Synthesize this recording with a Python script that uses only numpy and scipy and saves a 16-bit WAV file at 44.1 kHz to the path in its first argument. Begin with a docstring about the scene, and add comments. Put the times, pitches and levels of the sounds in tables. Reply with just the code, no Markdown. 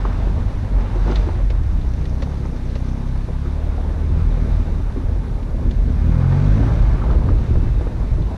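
"""A car climbs a rough, snowy track, heard close up from a small camera's microphone on its roof.
From the start the exhaust throbs with each firing, the body rumbles over ruts and booms in swells,
tyres crunch snow, air and spray hiss past and the suspension knocks. Grit starts ticking on the panels
near 1 s; icy crust crackles from about 2 to 3 s. At 6 s the engine pulls hard and air rushes in its
intake; from 7 s a thin whistle falls as the car slows."""
import sys
import numpy as np
from scipy import signal
from scipy.fft import rfft, irfft, next_fast_len
from scipy.io import wavfile
from scipy.ndimage import uniform_filter1d, map_coordinates

SR = 44100
rng = np.random.default_rng(int(sys.argv[2]) if len(sys.argv) > 2 else 0)


def generate_wav(sig):
    """Save sig (samples, or channels by samples) to the path in sys.argv[1] as 16-bit PCM at SR."""
    pcm = np.round(np.clip(np.atleast_2d(sig).T, -1, 1) * 32767).astype(np.int16)
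    wavfile.write(sys.argv[1], SR, pcm)


N = 369116

# engine speed: time_s, firing_hz
ENGINE_SPEED = [(0, 48.2), (.09, 47.8), (.37, 51.5), (.79, 44.6), (1.02, 51.6), (1.33, 43.6), (1.56, 34.6),
                (1.75, 35), (1.91, 29.6), (2.12, 31.4), (2.33, 35.8), (2.56, 29.8), (3.01, 33.5),
                (3.28, 33.3), (3.66, 37.6), (3.82, 36.5), (4.05, 38.1), (4.17, 40.8), (4.34, 39.4),
                (4.5, 40), (4.92, 35.8), (5.29, 37.9), (5.59, 34.8), (5.78, 36.4), (5.9, 35.9),
                (6.08, 39.3), (6.45, 48.5), (6.67, 56.5), (6.95, 59), (7.39, 64), (7.78, 57.8), (8, 44.8),
                (8.37, 43.7)]
# engine load: time_s, firing_tone_db, octave_db, upper_overtones_db, pipe_ring_db
ENGINE_LOAD = [(0, -30, -33, -36, 0), (.3, -30, -34, -41, 0), (.55, -28, -28, -35, -7),
               (.75, -26, -31, -31, -9), (.95, -26, -27, -35, -8), (1.15, -28, -33, -42, 0),
               (1.45, -32, -34, -42, 0), (1.65, -24, -19, -37, 0), (1.9, -25, -23, -34, 0),
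               (2.3, -26, -25, -32, 0), (2.6, -26, -28, -34, 0), (2.9, -26, -26, -31, 0),
               (3.4, -25, -25, -34, 2), (3.7, -24, -23, -38, 0), (4.05, -24, -23, -35, 0),
               (4.16, -23, -18, -33, 5), (4.3, -21, -25, -35, 4), (4.75, -23, -25, -37, 2),
               (4.95, -25, -27, -41, 0), (5.25, -28, -35, -41, 0), (5.5, -28, -26, -37, 0),
               (5.9, -22, -21, -35, 0), (6.08, -24, -19, -27, 7), (6.25, -23, -17, -28, 12),
               (6.45, -21, -18, -27, 13), (6.6, -19, -18, -25, 5), (6.72, -19, -21, -31, 3),
               (6.85, -23, -31, -39, 0), (7.35, -23, -29, -38, 0), (7.7, -24, -35, -40, 0),
               (8.1, -28, -33, -36, 0), (8.37, -30, -33, -38, 0)]
# colour the exhaust gives the upper overtones: frequency_hz, gain_db
EXHAUST_COLOUR = [(90, 1), (112, -2), (130, -2), (168, -3), (186, -10), (205, -13), (230, -5), (255, -10),
                  (275, -13), (295, -12), (325, -21), (380, -13), (450, -23), (560, -17), (640, -32)]
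# faint tones of the running car: pitch_hz, level_db
WHINE_TONES = [(646, -78), (3530, -76.5)]
# swells of the shell's deep boom, from ruts or from beating with the engine: peak_s, boom_db
BOOM_SWELLS = [(.07, -18.5), (.27, -21), (0.49, -26), (0.769, -14.5), (1.04, -13), (1.2, -20.5),
               (1.45, -17), (1.72, -31), (3.75, -32), (3.92, -36), (4.33, -21), (4.5, -19.5), (4.86, -25),
               (5.2, -25), (5.55, -26), (5.8, -17.5), (6.05, -17), (6.33, -17), (6.54, -17.5), (6.83, -16),
               (6.95, -22), (7.13, -43), (7.35, -25), (7.76, -24), (7.98, -32), (8.18, -25)]
# roughness of the track: time_s, rumble_db
ROUGHNESS = [(0, -28.5), (.25, -19), (.6, -21.5), (1.0, -24.5), (1.37, -16.5), (1.9, -23.5), (2.6, -30.5),
             (3.3, -29.5), (3.9, -24), (4.12, -19), (4.45, -28.5), (5.1, -20), (5.5, -24), (6.1, -24),
             (6.6, -21.5), (7.1, -14.5), (7.7, -17.5), (8.37, -20.5)]
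# rumble of the shell under the microphone: frequency_hz, relative_db
RUMBLE_SPECTRUM = [(8.8, -29), (15, -0.5), (32, 1), (53, 1.5), (76, 1), (113, -3.5), (155, -14),
                   (254, -21.5), (292, -20.5), (349, -26), (400, -31.5), (520, -36.5), (880, -120)]
# tyres and air: time_s, crunch_db, hiss_db, crunch_bass_gain_db
SNOW_LEVELS = [(0, -25.5, -50, -8.5), (.65, -30.5, -51.5, -0.5), (.93, -26, -51, -8.5),
               (1.17, -24.5, -44.5, -6), (1.44, -32, -54, -9.5), (2.1, -34, -52.5, 3.5),
               (3.3, -33, -52.5, -4.5), (3.8, -31.5, -53.5, 1.5), (4.54, -30, -51, -1),
               (4.87, -32, -54, -1.5), (5.52, -35, -56, 4), (5.97, -32.5, -51.5, 4.5), (6.25, -27, -50, -2),
               (6.64, -25.5, -47, 1), (6.85, -26.5, -49.5, -2.5), (7.15, -29, -52, 4),
               (7.45, -30.5, -51.5, -2.5), (8.37, -32.5, -53.5, -0.5)]
# snow packing under the tyres: frequency_hz, relative_db
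CRUNCH_SPECTRUM = [(88, -16.5), (150, -1.5), (200, -8.5), (248, -5.5), (299, -15), (361, -14), (658, -18),
                   (701, -21.5), (846, -20), (1520, -30.5), (3000, -44), (3900, -48), (6600, -120)]
# air and spray passing the roof: frequency_hz, relative_db
HISS_SPECTRUM = [(880, -46), (1500, -4.5), (1670, 0), (2170, -1.5), (2920, -6), (3310, -7), (3610, -2.5),
                 (5190, -10), (5960, -10), (7040, -18.5), (8500, -21), (11000, -34), (18700, -120)]
# knocks in the suspension and trim: start_s, ring_db, centre_hz, crack_db
KNOCK_BLOWS = [(.050, -13, 1040, -18.5), (.269, -26.5, 355, -23), (.958, -24.5, 355, -36),
               (1.058, -28, 355, -25), (1.078, -18, 850, -17), (1.097, -22.5, 355, -20),
               (1.067, -21, 610, -22), (1.088, -26, 645, -22), (1.107, -28, 900, -32),
               (1.118, -26, 560, -17), (1.128, -32, 735, -35), (1.195, -25, 500, -28),
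               (1.21, -30, 475, -31), (1.225, -26, 600, -24), (1.27, -24, 355, -33),
               (1.286, -19.5, 860, -20), (1.34, -28.5, 355, -43), (1.398, -25, 552, -27),
               (1.504, -21, 473, -29), (2.225, -19, 552, -21), (2.451, -28, 820, -22),
               (2.757, -22, 500, -24), (3.285, -23, 447, -25), (3.293, -21, 505, -32),
               (3.454, -22, 423, -28), (3.778, -25, 690, -34), (4.481, -35, 265, -33),
               (4.961, -23, 475, -33), (4.97, -17.5, 266, -33), (5.095, -23, 486, -34),
               (5.895, -21, 268, -42), (6.600, -11.5, 268, -32), (6.631, -17, 637, -31),
               (7.018, -23.5, 1240, -30), (7.037, -24, 955, -26), (7.098, -22, 1180, -28),
               (7.108, -27, 1250, -35), (7.116, -26, 1100, -34), (7.128, -29, 900, -19.5),
               (7.151, -25, 420, -30), (7.159, -23, 414, -31), (7.287, -17, 1050, -22),
               (7.505, -16.5, 268, -33), (7.534, -30.5, 355, -33), (7.554, -19, 410, -22),
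               (7.628, -19, 268, -26), (7.809, -17, 473, -23), (7.868, -27, 410, -23),
               (8.182, -24.5, 422, -41)]
# modes of the suspension and trim: pitch_hz, t60_s
TRIM_MODES = [(268, 0.068), (355, 0.17), (410, 0.065), (475, 0.044), (552, 0.046), (650, 0.031),
              (735, 0.053), (880, 0.05), (1090, 0.022), (1180, 0.038), (1300, 0.039)]
# crack of a knock: frequency_hz, relative_db
THUD_SPECTRUM = [(120, -16), (260, -6), (600, -14), (1300, -20.5), (2000, -32.5), (5000, -49), (9000, -120)]
# grit striking the panels: start_s, ring_db, centre_hz, crack_db
GRIT_BLOWS = [(.807, -54, 5540, -47), (1.113, -46, 6140, -39), (1.156, -30, 3650, -31.5),
              (1.501, -30.5, 2150, -37), (1.811, -46, 3750, -51), (1.935, -49, 6140, -46),
              (2.042, -50, 4200, -49), (2.053, -44, 3400, -41), (2.2, -48, 4400, -50),
              (2.561, -48, 5800, -46), (2.697, -48, 4400, -50), (2.889, -47, 6140, -47),
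              (2.221, -45, 4200, -33), (2.753, -50, 3650, -36.5), (5.427, -49, 3000, -48),
              (5.708, -42, 2930, -39.5), (6.323, -36, 1820, -46), (7.109, -46, 3460, -44),
              (8.219, -42, 3700, -55)]
# modes of the panels: pitch_hz, t60_s
PANEL_MODES = [(1820, 0.05), (2190, 0.047), (2980, 0.028), (3500, 0.06), (3750, 0.026), (3950, 0.049),
               (4200, 0.048), (5540, .03), (6140, 0.044)]
# crack of grit: frequency_hz, relative_db
TICK_SPECTRUM = [(900, -36), (1800, 3), (2500, -1.5), (4200, -1), (6300, -11.5), (7600, -21), (12000, -84)]
# a stretch of icy crust: time_s, level_db
CRUST_LEVELS = [(0, -85), (1.6, -80), (1.85, -63.5), (2.95, -63.5), (3.3, -75), (8.37, -85)]
# grains of crust: frequency_hz, relative_db
CRUST_SPECTRUM = [(2000, -48), (3300, -17), (4500, -3), (6300, 3.5), (7200, -25), (11000, -65)]
# air drawn into the engine: time_s, level_db
INTAKE_LEVELS = [(0, -55), (3.6, -56), (4.3, -51), (4.9, -56), (5.8, -55), (6.15, -45), (6.9, -45),
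                 (7.25, -52), (8.37, -57)]
# resonances of the air duct: frequency_hz, relative_db
INTAKE_SPECTRUM = [(800, -40), (1120, -9), (1190, 0), (1260, -8), (1310, -2), (1390, -10), (1520, 0),
                   (1660, -9), (1760, -4), (1880, -13), (2020, -18), (2130, -6), (2300, -16), (2440, -11),
                   (3200, -45)]
# whistle as the car slows: time_s, pitch_hz, level_db
WHISTLE_GLIDE = [(7.0, 2740, -85), (7.12, 2720, -63), (7.3, 2700, -69), (7.52, 2660, -63),
                 (7.85, 2600, -67), (8.05, 2500, -72), (8.15, 2690, -72), (8.37, 2650, -66)]
# the microphone's own noise: frequency_hz, relative_db
MIC_NOISE_SPECTRUM = [(3530, -7), (6000, 1.5), (8030, -3.5), (10400, -1), (13200, -13), (15000, -13)]


def amp(db):
    """Gain of a level in dB."""
    return 10 ** (np.asarray(db) / 20)


def unit_rms(x):
    """x at rms 1."""
    return x / np.sqrt(np.mean(x ** 2) + 1e-20)


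def db_at(spectrum, hz):
    """Level of a spectrum at hz, interpolated on a log frequency axis."""
    points_hz, db = np.transpose(spectrum)
    return np.interp(np.log(hz + 1), np.log(points_hz + 1), db)


def curves(rows):
    """One value per sample for each column after the time."""
    time_s, *columns = np.transpose(rows)
    return [np.interp(np.arange(N) / SR, time_s, column) for column in columns]


def wobble(rate_hz):
    """A smooth random curve through rate_hz knots a second, 30 at most."""
    coarse = np.arange(0, N + 32, 32)
    knots = rng.standard_normal(int(N * 30 / SR) + 4)
    return np.interp(np.arange(N), coarse, map_coordinates(knots, [coarse * min(rate_hz, 30) / SR]))


def filtered(x, response):
    """x through a filter whose gain is response(hz)."""
    size = next_fast_len(N + SR // 2)
    return irfft(rfft(x, size) * response(np.fft.rfftfreq(size, 1 / SR)), size)[..., :N]


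def grainy_noise(spectrum, patchy_db, grain_db, grains_per_s):
    """Coloured noise of rms 1 with patches of random gain and sparse spikes riding on it."""
    cells = signal.stft(rng.standard_normal(N), nperseg=512)[2]
    patches = uniform_filter1d(rng.standard_normal(cells.shape), size=6, axis=0)
    patches = uniform_filter1d(patches, size=10, axis=1)
    noise = signal.istft(cells * amp(patchy_db * unit_rms(patches)), nperseg=512)[1][:N]
    spikes = (rng.random(N) < grains_per_s / SR) * rng.laplace(size=N)
    mix = unit_rms(noise) + amp(grain_db) * unit_rms(spikes)
    return unit_rms(filtered(mix, lambda hz: amp(db_at(spectrum, hz))))


def exhaust(pipe_hz=134.5, half_width_hz=34, dull_above_hz=315, full_ring_db=13):
    """A pressure pulse per firing: overtones in step, coloured by the pipe and lifted where it rings."""
    firing_hz, = curves(ENGINE_SPEED)
    firing_db, octave_db, upper_db, ring_db = curves(ENGINE_LOAD)
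    unsteady_hz = uniform_filter1d(firing_hz, size=2000) * (1 + .003 * wobble(10))
    phase = 2 * np.pi * np.cumsum(unsteady_hz) / SR
    dull_db = -8 * np.clip(1 - ring_db / full_ring_db, 0, 1)  # high overtones fade at light load
    levels_db = [firing_db, octave_db]
    for k in range(3, 14):
        hz = k * firing_hz
        lift_db = ring_db / (1 + ((hz - pipe_hz) / half_width_hz) ** 2)
        fade_db = dull_db / (1 + (dull_above_hz / hz) ** 8)
        levels_db.append(upper_db + db_at(EXHAUST_COLOUR, hz) + lift_db + fade_db)
    throb = np.zeros(N)
    for k, db in enumerate(levels_db, 1):
        gain = amp(db + (1 + .1 * k) * wobble(7))
        lag = .075 * k ** 2  # the pipe delays higher overtones, rounding the pulse
        throb += gain * np.sin(k * phase - lag + .09 * k * wobble(4))
    uneven = np.sin(phase / 2) + np.sin(3 * phase / 2)  # the cylinders differ
    return np.sqrt(2) * (throb + amp(firing_db - 21 + 3.3 * wobble(4.9)) * uneven)


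def whine():
    """Thin tones of the running car drift a little and come and go."""
    t, out = np.arange(N) / SR, np.zeros(N)
    for hz, db in WHINE_TONES:
        gain = amp(db + 4 * wobble(1))
        drift_s = .0026 * np.cumsum(wobble(6.8)) / SR
        out += gain * np.sin(2 * np.pi * hz * (t + drift_s))
    return out


def body_shake(boom_hz=45, drift_hz=2.2, rise_s=.061, t60_s=.67):
    """The shell's one deep resonance swells and dies away over the lumpy rumble of the track."""
    rumble_db, = curves(ROUGHNESS)
    peak_s, peak_db = np.transpose(BOOM_SWELLS)
    coarse = np.arange(0, N, 64)
    since_peak_s = coarse / SR - peak_s[:, None]
    rise = np.exp(-(np.minimum(since_peak_s, 0) / rise_s) ** 2)
    swells = rise * amp(peak_db[:, None] - 60 * np.maximum(since_peak_s, 0) / t60_s)
    between_swells = amp(rumble_db - 9)
    boom_gain = np.interp(np.arange(N), coarse, swells.sum(axis=0)) + between_swells
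    phase = 2 * np.pi * np.cumsum(boom_hz + drift_hz * wobble(8.3)) / SR
    boom = np.sqrt(2) * amp(.49 * wobble(30)) * np.sin(phase)
    lumps = amp(1.45 * wobble(16) + 1.74 * wobble(7))
    rumble = lumps * grainy_noise(RUMBLE_SPECTRUM, patchy_db=1.4, grain_db=-14, grains_per_s=85)
    return boom_gain * boom + amp(rumble_db) * unit_rms(rumble)


def tyres_on_snow(bass_below_hz=600):
    """Snow packs under the tyres in small bursts that also lift the hiss of air and spray."""
    crunch_db, hiss_db, bass_db = curves(SNOW_LEVELS)
    bursts = wobble(22)
    crunch = grainy_noise(CRUNCH_SPECTRUM, patchy_db=1.5, grain_db=-15.5, grains_per_s=220)
    crunch = unit_rms(amp(.61 * bursts) * crunch)
    bass = filtered(crunch, lambda hz: 1 / (1 + (hz / bass_below_hz) ** 4))
    flutter = amp(.34 * bursts + .17 * wobble(7.1))
    hiss = flutter * grainy_noise(HISS_SPECTRUM, patchy_db=.9, grain_db=-11, grains_per_s=340)
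    return amp(crunch_db) * (crunch + (amp(bass_db) - 1) * bass) + amp(hiss_db) * unit_rms(hiss)


def strike(blows, modes, crack_spectrum, crack_t60_s, rise_s, detune, focus_db_per_octave=34):
    """Each blow rings the modes near its centre, each blurred by two neighbours, over a noisy crack."""
    out, t = np.zeros(N + SR), np.arange(SR // 10) / SR
    colour = amp(db_at(crack_spectrum, np.fft.rfftfreq(len(t), 1 / SR)))
    envelope = (1 - np.exp(-(t / rise_s) ** 2)) * (1 - (t / t[-1]) ** 4)
    mode_hz, t60_s = np.transpose(modes)[:, :, None]
    for start_s, ring_db, centre_hz, crack_db in blows:
        crack = unit_rms(irfft(rfft(rng.standard_normal(len(t))) * colour, len(t)))
        neighbour_hz = mode_hz * np.exp(detune * rng.standard_normal((2, len(mode_hz), 1)))
        tones = np.sin(2 * np.pi * mode_hz * t) + .34 * np.sin(2 * np.pi * neighbour_hz * t).sum(axis=0)
        mode_db = -focus_db_per_octave * np.abs(np.log2(mode_hz / centre_hz))
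        ring = (amp(mode_db - 60 * t / t60_s) * tones).sum(axis=0)
        blow = amp(ring_db) * ring + amp(crack_db - 60 * t / crack_t60_s) * crack
        out[round(start_s * SR):][:len(t)] += envelope * blow
    return out[:N]


def suspension_knocks(rebounds=2, mean_wait_s=.03, mean_loss_db=17):
    """Suspension and trim knock; loose parts rebound more weakly, at uneven waits and nearby pitches."""
    start_s, ring_db, centre_hz, crack_db = np.transpose(KNOCK_BLOWS)[:, :, None]
    wait_draw, loss_draw, pitch_draw = rng.random((len(start_s), 3, rebounds)).swapaxes(0, 1)
    rebound_s = start_s + np.cumsum(2 * mean_wait_s * wait_draw, axis=1)
    loss_db = np.cumsum(mean_loss_db * (.5 + loss_draw), axis=1)
    rebound_columns = [rebound_s, ring_db - loss_db, centre_hz * (.5 + pitch_draw), crack_db - loss_db]
    blows = [*KNOCK_BLOWS, *np.reshape(rebound_columns, (4, -1)).T]
    return strike(blows, TRIM_MODES, THUD_SPECTRUM, crack_t60_s=.042, rise_s=.0021, detune=.09)


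def grit_ticks():
    """Grit hits the panels, which ring high and briefly."""
    return strike(GRIT_BLOWS, PANEL_MODES, TICK_SPECTRUM, crack_t60_s=.06, rise_s=.001, detune=.06)


def icy_crust():
    """Icy crust crackles under the tyres in single grains."""
    level_db, = curves(CRUST_LEVELS)
    return amp(level_db) * grainy_noise(CRUST_SPECTRUM, patchy_db=5.5, grain_db=2, grains_per_s=120)


def intake():
    """Air rushes in the intake duct when the engine pulls, beating at the firing rate."""
    (firing_hz,), (level_db,) = curves(ENGINE_SPEED), curves(INTAKE_LEVELS)
    beat = 1 + .3 * np.sin(2 * np.pi * np.cumsum(firing_hz) / SR)
    air = grainy_noise(INTAKE_SPECTRUM, patchy_db=1.5, grain_db=-11.5, grains_per_s=450)
    return amp(level_db) * beat * air


def whistle():
    """A faint, unsteady whistle, perhaps the brakes."""
    pitch_hz, level_db = curves(WHISTLE_GLIDE)
    gain = amp(level_db + 3 * wobble(9))
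    phase = 2 * np.pi * np.cumsum(pitch_hz * (1 + .003 * wobble(25))) / SR
    return np.sqrt(2) * gain * np.sin(phase)


def scene():
    """All sources reach the one microphone on the roof."""
    impacts = grit_ticks() + suspension_knocks()
    machinery = exhaust() + intake() + whistle() + whine()
    track = body_shake() + tyres_on_snow() + icy_crust()
    return (impacts + machinery + track)[None]


def record(dry, ceiling=.64, fade_s=.002, stopband_hz=15465):
    """The camera's microphone adds faint noise; loud peaks are rounded and the top treble is cut."""
    x = dry + amp(-63.5) * grainy_noise(MIC_NOISE_SPECTRUM, patchy_db=1, grain_db=-25, grains_per_s=330)
    x = x / (1 + np.abs(x / ceiling) ** 4) ** (1 / 4)
    from_edge_s = np.minimum(np.arange(N), np.arange(N)[::-1]) / SR
    x = x * np.minimum(1, from_edge_s / fade_s)  # opens and closes without a click
    return signal.sosfiltfilt(signal.cheby2(14, 45, stopband_hz, fs=SR, output="sos"), x)


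dry = scene()
out = record(dry)
generate_wav(out)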